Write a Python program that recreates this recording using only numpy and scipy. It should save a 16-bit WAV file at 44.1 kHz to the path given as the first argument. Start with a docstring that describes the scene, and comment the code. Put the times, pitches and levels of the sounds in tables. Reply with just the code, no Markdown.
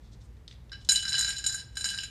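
"""Stones dropped and pushed into a glass jar on a cloth-covered table, a few metres from the microphone.
Each contact cracks, rings the jar's wall and thuds in the table. Small stones tumble between the blows;
others click and scuff in the hand. The place is a hall: its short tail follows every contact,
and ventilation rumble and mains hum lie underneath."""
import sys
import numpy as np
from scipy import signal
from scipy.fft import rfft, irfft
from scipy.io import wavfile

SR = 44100
rng = np.random.default_rng(int(sys.argv[2]) if len(sys.argv) > 2 else 0)


def file_out(sig):
    """Save sig as 16-bit WAV at sys.argv[1]."""
    # one column per channel
    cols = np.atleast_2d(sig).T
    # limit, then scale
    lim = np.clip(cols, -1, 1)
    pcm = np.round(lim * 32767).astype(np.int16)
    wavfile.write(sys.argv[1], SR, pcm)


N = 92786

# The hall's ventilation. Each row: frequency in Hz, relative spectral density in dB.
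VENT_SPECTRUM = [(15, -17), (25, -17), (49, 1.5), (121, -7.5), (146, -14), (218, -15.5), (278, -22.5),
                 (309, -21.5), (335, -23.5), (501, -25.5), (604, -31), (811, -31), (1500, -37),
                 (1860, -35.5), (2780, -41.5), (6370, -46.5), (15000, -56)]
# Mains hum. Each row: frequency in Hz, RMS level in dB.
MAINS_HUM = [(59.5, -54), (120, -58)]
# The colour of stone on stone. Each row: frequency in Hz, relative level in dB.
STONE_SPECTRUM = [(800, -42), (2000, -22), (2900, -14), (3500, 1.5), (4600, -4), (6500, -7), (9000, -16),
                  (12000, -49)]
# Clicks in the hand. Each row: start in seconds, level in dB, treble tilt in dB per octave.
HAND_CLICKS = [(.1321, -66, 9), (0.3677, -61, -16), (0.4787, -37.5, -6.5), (0.5116, -46, -13.5),
               (0.526, -48.5, -14), (0.6954, -54, -13), (0.8114, -54, -13), (0.848, -46, 5)]
# Scuffs in the palm. Each row: start and length in seconds, level in dB, treble tilt in dB per octave.
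PALM_SCUFFS = [(0.0, .11, -69.5, -2), (0.109, 0.049, -62.5, -1), (.2, 0.038, -67.5, 4),
               (0.23, 0.043, -80, 19), (.485, 0.071, -65.5, 2.5), (0.787, 0.068, -68, 5),
               (0.851, 0.042, -64, 4.5)]
# The rise and fall of the settling pile. Each row: time in seconds, contact level in dB.
TUMBLE_LEVELS = [(.89, -47), (1.0, -52), (1.11, -32), (1.19, -35), (1.3, -34.5), (1.42, -53),
                 (1.498, -46.5), (1.598, -40.5), (1.65, -76), (1.75, -59), (1.8, -50), (1.9, -44.5),
                 (2.031, -44.5), (2.1, -76)]
# The crack of stone on glass. Each row: frequency in Hz, relative level in dB.
CRACK_SPECTRUM = [(300, -30), (700, -9), (1100, -10), (1500, 3.5), (2200, 0), (3300, 0), (5000, 0),
                  (6000, -5), (7000, 6.5), (8500, -16.5), (9600, -15.5), (11200, -9), (12600, -18.5),
                  (14500, -39)]
# The jar's modes. One entry each: pitch in Hz, level within its register in dB, T60 in seconds.
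MODE_HZ = [1593, 1626, 2973, 3934, 3992, 4460, 5015, 5368, 5459, 6615, 6722, 7075, 7651, 8346, 8470, 8878,
           9908, 11013, 13540]
MODE_DB = [-3, -11.5, -9, -10, -5, -37, -5, -11.5, -14, -19, -9, -4, -23, -10.5, -13.5, -16.5, -30, -23,
           -47]
MODE_T60_S = [0.15, 0.13, 0.12, 0.13, 0.12, 0.042, 0.061, 0.063, 0.2, 0.081, 0.1, 0.12, 0.09, 0.092, 0.14,
              0.19, 0.26, 0.15, 0.097]
# The jar's four registers. In Hz: end of the low, both edges of the second and middle, start of the top.
REGISTER_EDGES_HZ = (1700, 2900, 3200, 3800, 5500, 6600)
# Stone on glass. Each row: start in seconds, then the low, second, middle and top register levels in dB.
JAR_BLOWS = [(0.7179, -43, -51, -37, -54), (0.7285, -36.5, -36.5, -38, -57), (0.8136, -62, -55, -57, -68),
             (.8890, -30.5, -17.5, -17.5, -19.5), (0.8926, -27, -34, -15.5, -18),
             (0.9089, -55, -54, -33, -22), (0.919, -32, -20, -35, -15.5), (0.9492, -44, -23, -58, -32),
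             (0.9581, -31.5, -27, -16, -23.5), (.991, -74, -21, -42, -61), (1.0258, -35.5, -30.5, -28, -34),
             (1.0521, -30.5, -33, -30.5, -41.5), (1.080, -42, -36, -25, -33),
             (1.092, -49, -39, -29.5, -29.5), (1.1286, -36, -24, -22.5, -32), (1.141, -26.5, -25, -31, -56),
             (1.151, -58, -21, -21, -34.5), (1.165, -39, -34, -41, -35), (1.181, -28.5, -54, -23, -25),
             (1.191, -29.5, -33, -25.5, -20.5), (1.209, -35, -31, -24.5, -24.5),
             (1.224, -35, -49, -25, -52), (1.2456, -30.5, -28.5, -25, -31), (1.277, -42.5, -45, -26, -33),
             (1.29, -33, -31, -40, -25), (1.304, -33, -29, -26.5, -41), (1.3653, -70, -33, -32, -37),
             (1.382, -37, -35, -34, -34), (1.397, -65, -37, -36, -63), (1.4408, -37, -31.5, -29.5, -33),
             (1.4631, -38, -26, -22.5, -20), (1.494, -33.5, -51, -29.5, -35),
             (1.5238, -45.5, -55, -29.5, -29), (1.5434, -35.5, -59, -36, -27), (1.586, -59, -59, -35, -54),
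             (1.6, -55, -43, -37.5, -62), (1.755, -49, -43, -41, -45), (1.7700, -31.5, -33, -28.5, -28),
             (1.8088, -41, -33, -31.5, -33), (1.8427, -27.5, -33.5, -22, -26.5),
             (1.856, -31, -27, -37, -25.5), (1.8881, -61.5, -23, -29, -31), (1.902, -35.5, -35, -26.5, -29),
             (1.931, -43, -35, -35, -43), (1.944, -35.5, -52, -32.5, -39.5), (1.976, -34.5, -49, -30, -38),
             (1.9865, -45.5, -23.5, -27.5, -45), (2.006, -52, -31.5, -43, -41),
             (2.0338, -36, -25.5, -33, -34), (2.046, -73, -35, -46.5, -48)]

VENT_DB = -50.5
HALL_DB, HALL_T60_S, HALL_TREBLE_T60_S, HALL_BUILD_S = -9, 0.39, 0.23, 0.0064
CLICK_S, CLICK_TAIL_DB, CLICK_TAIL_S = 0.0034, -23, 0.015
TUMBLE_SCATTER_DB, TUMBLE_LOW_DB, TUMBLE_TOP_DB = 2, -1.5, -4.5
TWIN_SPREAD_HZ, TWIN_DB, LOAD_DETUNE, SPOT_SCATTER_DB, RING_ATTACK_S = 20.7, -7, 0.0011, 1, 0.00066
CRACK_DB, CRACK_S, GRIND_DB, GRIND_S = -8.5, 0.0024, -12, 0.025
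THUD_HZ, THUD_DB, THUD_T60_S = 178.3, -30, 0.25  # level relative to the blow's middle register
LOW_CUT_HZ, HIGH_CUT_HZ = 37.6, 14900


def undb(db):
    """Decibels to gain."""
    return 10 ** (np.asarray(db) / 20)


def fade(t, t60):
    """Exponential decay by 60 dB in t60 seconds."""
    return np.exp(-np.log(1000) * t / t60)


def add(out, start, sound):
    """Mix a sound in at its start time."""
    i = min(max(int(start * SR), 0), N)
    out[i:i + len(sound)] += sound[:N - i]


def shaped(x, spectrum, extra_db=lambda hz: 0):
    """Colour a sound with a (Hz, dB) spectrum at equal power, then with the curve extra_db."""
    size = len(x)
    hz, points = np.maximum(np.fft.rfftfreq(size, 1 / SR), 1), np.array(spectrum)
    gain = undb(np.interp(np.log(hz), np.log(points[:, 0]), points[:, 1]))
    gain /= np.sqrt(np.mean(gain ** 2))
    cepstrum = irfft(np.log(gain * undb(extra_db(hz))), size)
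    cepstrum[1:size // 2] *= 2  # folded to minimum phase, so attacks stay clean
    cepstrum[size // 2 + 1:] = 0
    return irfft(rfft(x) * np.exp(rfft(cepstrum)), size)


def room_tone():
    """The hall's steady floor at the microphone: ventilation rumble and mains hum."""
    t = np.arange(N) / SR
    hum = sum(undb(db) * np.sqrt(2) * np.sin(2 * np.pi * (hz * t + rng.random())) for hz, db in MAINS_HUM)
    return undb(VENT_DB) * shaped(rng.standard_normal(N), VENT_SPECTRUM) + hum


def hall_tail(direct, size=32768, split_hz=5000):
    """The hall from a few metres off: a diffuse tail whose treble dies first."""
    t = np.arange(size) / SR
    low = signal.sosfilt(signal.butter(2, split_hz, fs=SR, output="sos"), rng.standard_normal(size))
    high = signal.sosfilt(signal.butter(2, split_hz, "high", fs=SR, output="sos"),
                          rng.standard_normal(size))
    tail = low * fade(t, HALL_T60_S) + high * fade(t, HALL_TREBLE_T60_S)
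    tail *= 1 - np.exp(-t / HALL_BUILD_S)
    return undb(HALL_DB) * signal.fftconvolve(direct, tail / np.sqrt(np.sum(tail ** 2)))[:N]


def stone_on_stone(envelope, db, tilt):
    """Two stones meet without ringing: a noise burst, its spectrum tilted above 2 kHz."""
    colour = lambda hz: db + tilt * np.log2(np.maximum(hz, 2000) / 4000)
    return shaped(envelope * rng.standard_normal(len(envelope)), STONE_SPECTRUM, colour)


def stones_in_hand(size=8192):
    """Stones knock together in dry clicks and rub in soft scuffs."""
    out, t = np.zeros(N), np.arange(size) / SR
    snap = np.exp(-t / CLICK_S) + undb(CLICK_TAIL_DB) * np.exp(-t / CLICK_TAIL_S)
    for start, db, tilt in HAND_CLICKS:
        add(out, start, stone_on_stone(snap, db, tilt))
    for start, length, db, tilt in PALM_SCUFFS:
        swell = np.sin(np.pi * np.minimum(t / length, 1))
        add(out, start, stone_on_stone(swell, db, tilt))
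    return out


def tumble(count=80):
    """Small stones touch the glass at random moments while the pile settles."""
    out = np.zeros(N)
    times, levels = np.array(TUMBLE_LEVELS).T
    progress = (np.arange(count) + rng.random(count)) / count
    for start in times[0] + progress * (times[-1] - times[0]):
        db = np.interp(start, times, levels) + TUMBLE_SCATTER_DB * rng.standard_normal()
        add(out, start, stone_on_glass(db + TUMBLE_LOW_DB, db, db, db + TUMBLE_TOP_DB, size=6144))
    return out


def glass_ring(t, colour):
    """The jar's wall rings in twin modes, slightly apart in pitch, that beat as they die away."""
    hz, db, t60 = np.array([MODE_HZ, MODE_DB, MODE_T60_S])[:, :, None]
    spot, load, twin = rng.standard_normal((3, len(hz), 1))
    swing = lambda f: np.sin(2 * np.pi * (f * t + rng.random(f.shape)))
    pitch = hz * (1 + LOAD_DETUNE * load)  # the stones' load shifts the pitch
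    pairs = swing(pitch) + undb(TWIN_DB) * swing(pitch + TWIN_SPREAD_HZ * twin)
    gain = undb(db + colour(hz) + SPOT_SCATTER_DB * spot)  # the spot struck weights the modes
    ring = np.sum(gain * pairs * fade(t, t60), axis=0)
    return ring * (1 - np.exp(-t / RING_ATTACK_S))


def stone_on_glass(low_db, second_db, mid_db, top_db, size=8192):
    """One contact: a crack and short grind, the ring of the wall, a thud in the table beneath."""
    t = np.arange(size) / SR
    edge_db = [low_db, second_db, second_db, mid_db, mid_db, top_db]
    colour = lambda hz: np.interp(hz, REGISTER_EDGES_HZ, edge_db)
    contact = undb(CRACK_DB) * np.exp(-t / CRACK_S) + undb(GRIND_DB) * np.exp(-t / GRIND_S)
    crack = shaped(contact * rng.standard_normal(size), CRACK_SPECTRUM, colour)
    ring = glass_ring(t, colour)
    thud_hz = THUD_HZ * (1 + 0.149 * rng.standard_normal())
    thud = np.sin(2 * np.pi * thud_hz * t) * fade(t, THUD_T60_S)
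    return crack + ring + undb(THUD_DB + mid_db) * thud


def jar_blows():
    """The main source: stones strike the glass as they are dropped and pushed in."""
    out = np.zeros(N)
    for start, *levels in JAR_BLOWS:
        add(out, start, stone_on_glass(*levels))
    return out


def scene():
    """What reaches the one microphone: room tone, the stones and jar direct, and the hall's tail."""
    floor = room_tone()
    direct = stones_in_hand() + jar_blows() + tumble()
    return (direct + hall_tail(direct) + floor)[None]


def record(dry):
    """The recorder cuts the deepest bass and the highest treble."""
    x = signal.sosfilt(signal.butter(4, LOW_CUT_HZ, "high", fs=SR, output="sos"), dry)
    return signal.sosfilt(signal.ellip(8, .2, 70, HIGH_CUT_HZ, fs=SR, output="sos"), x)


dry = scene()
out = record(dry)
file_out(out)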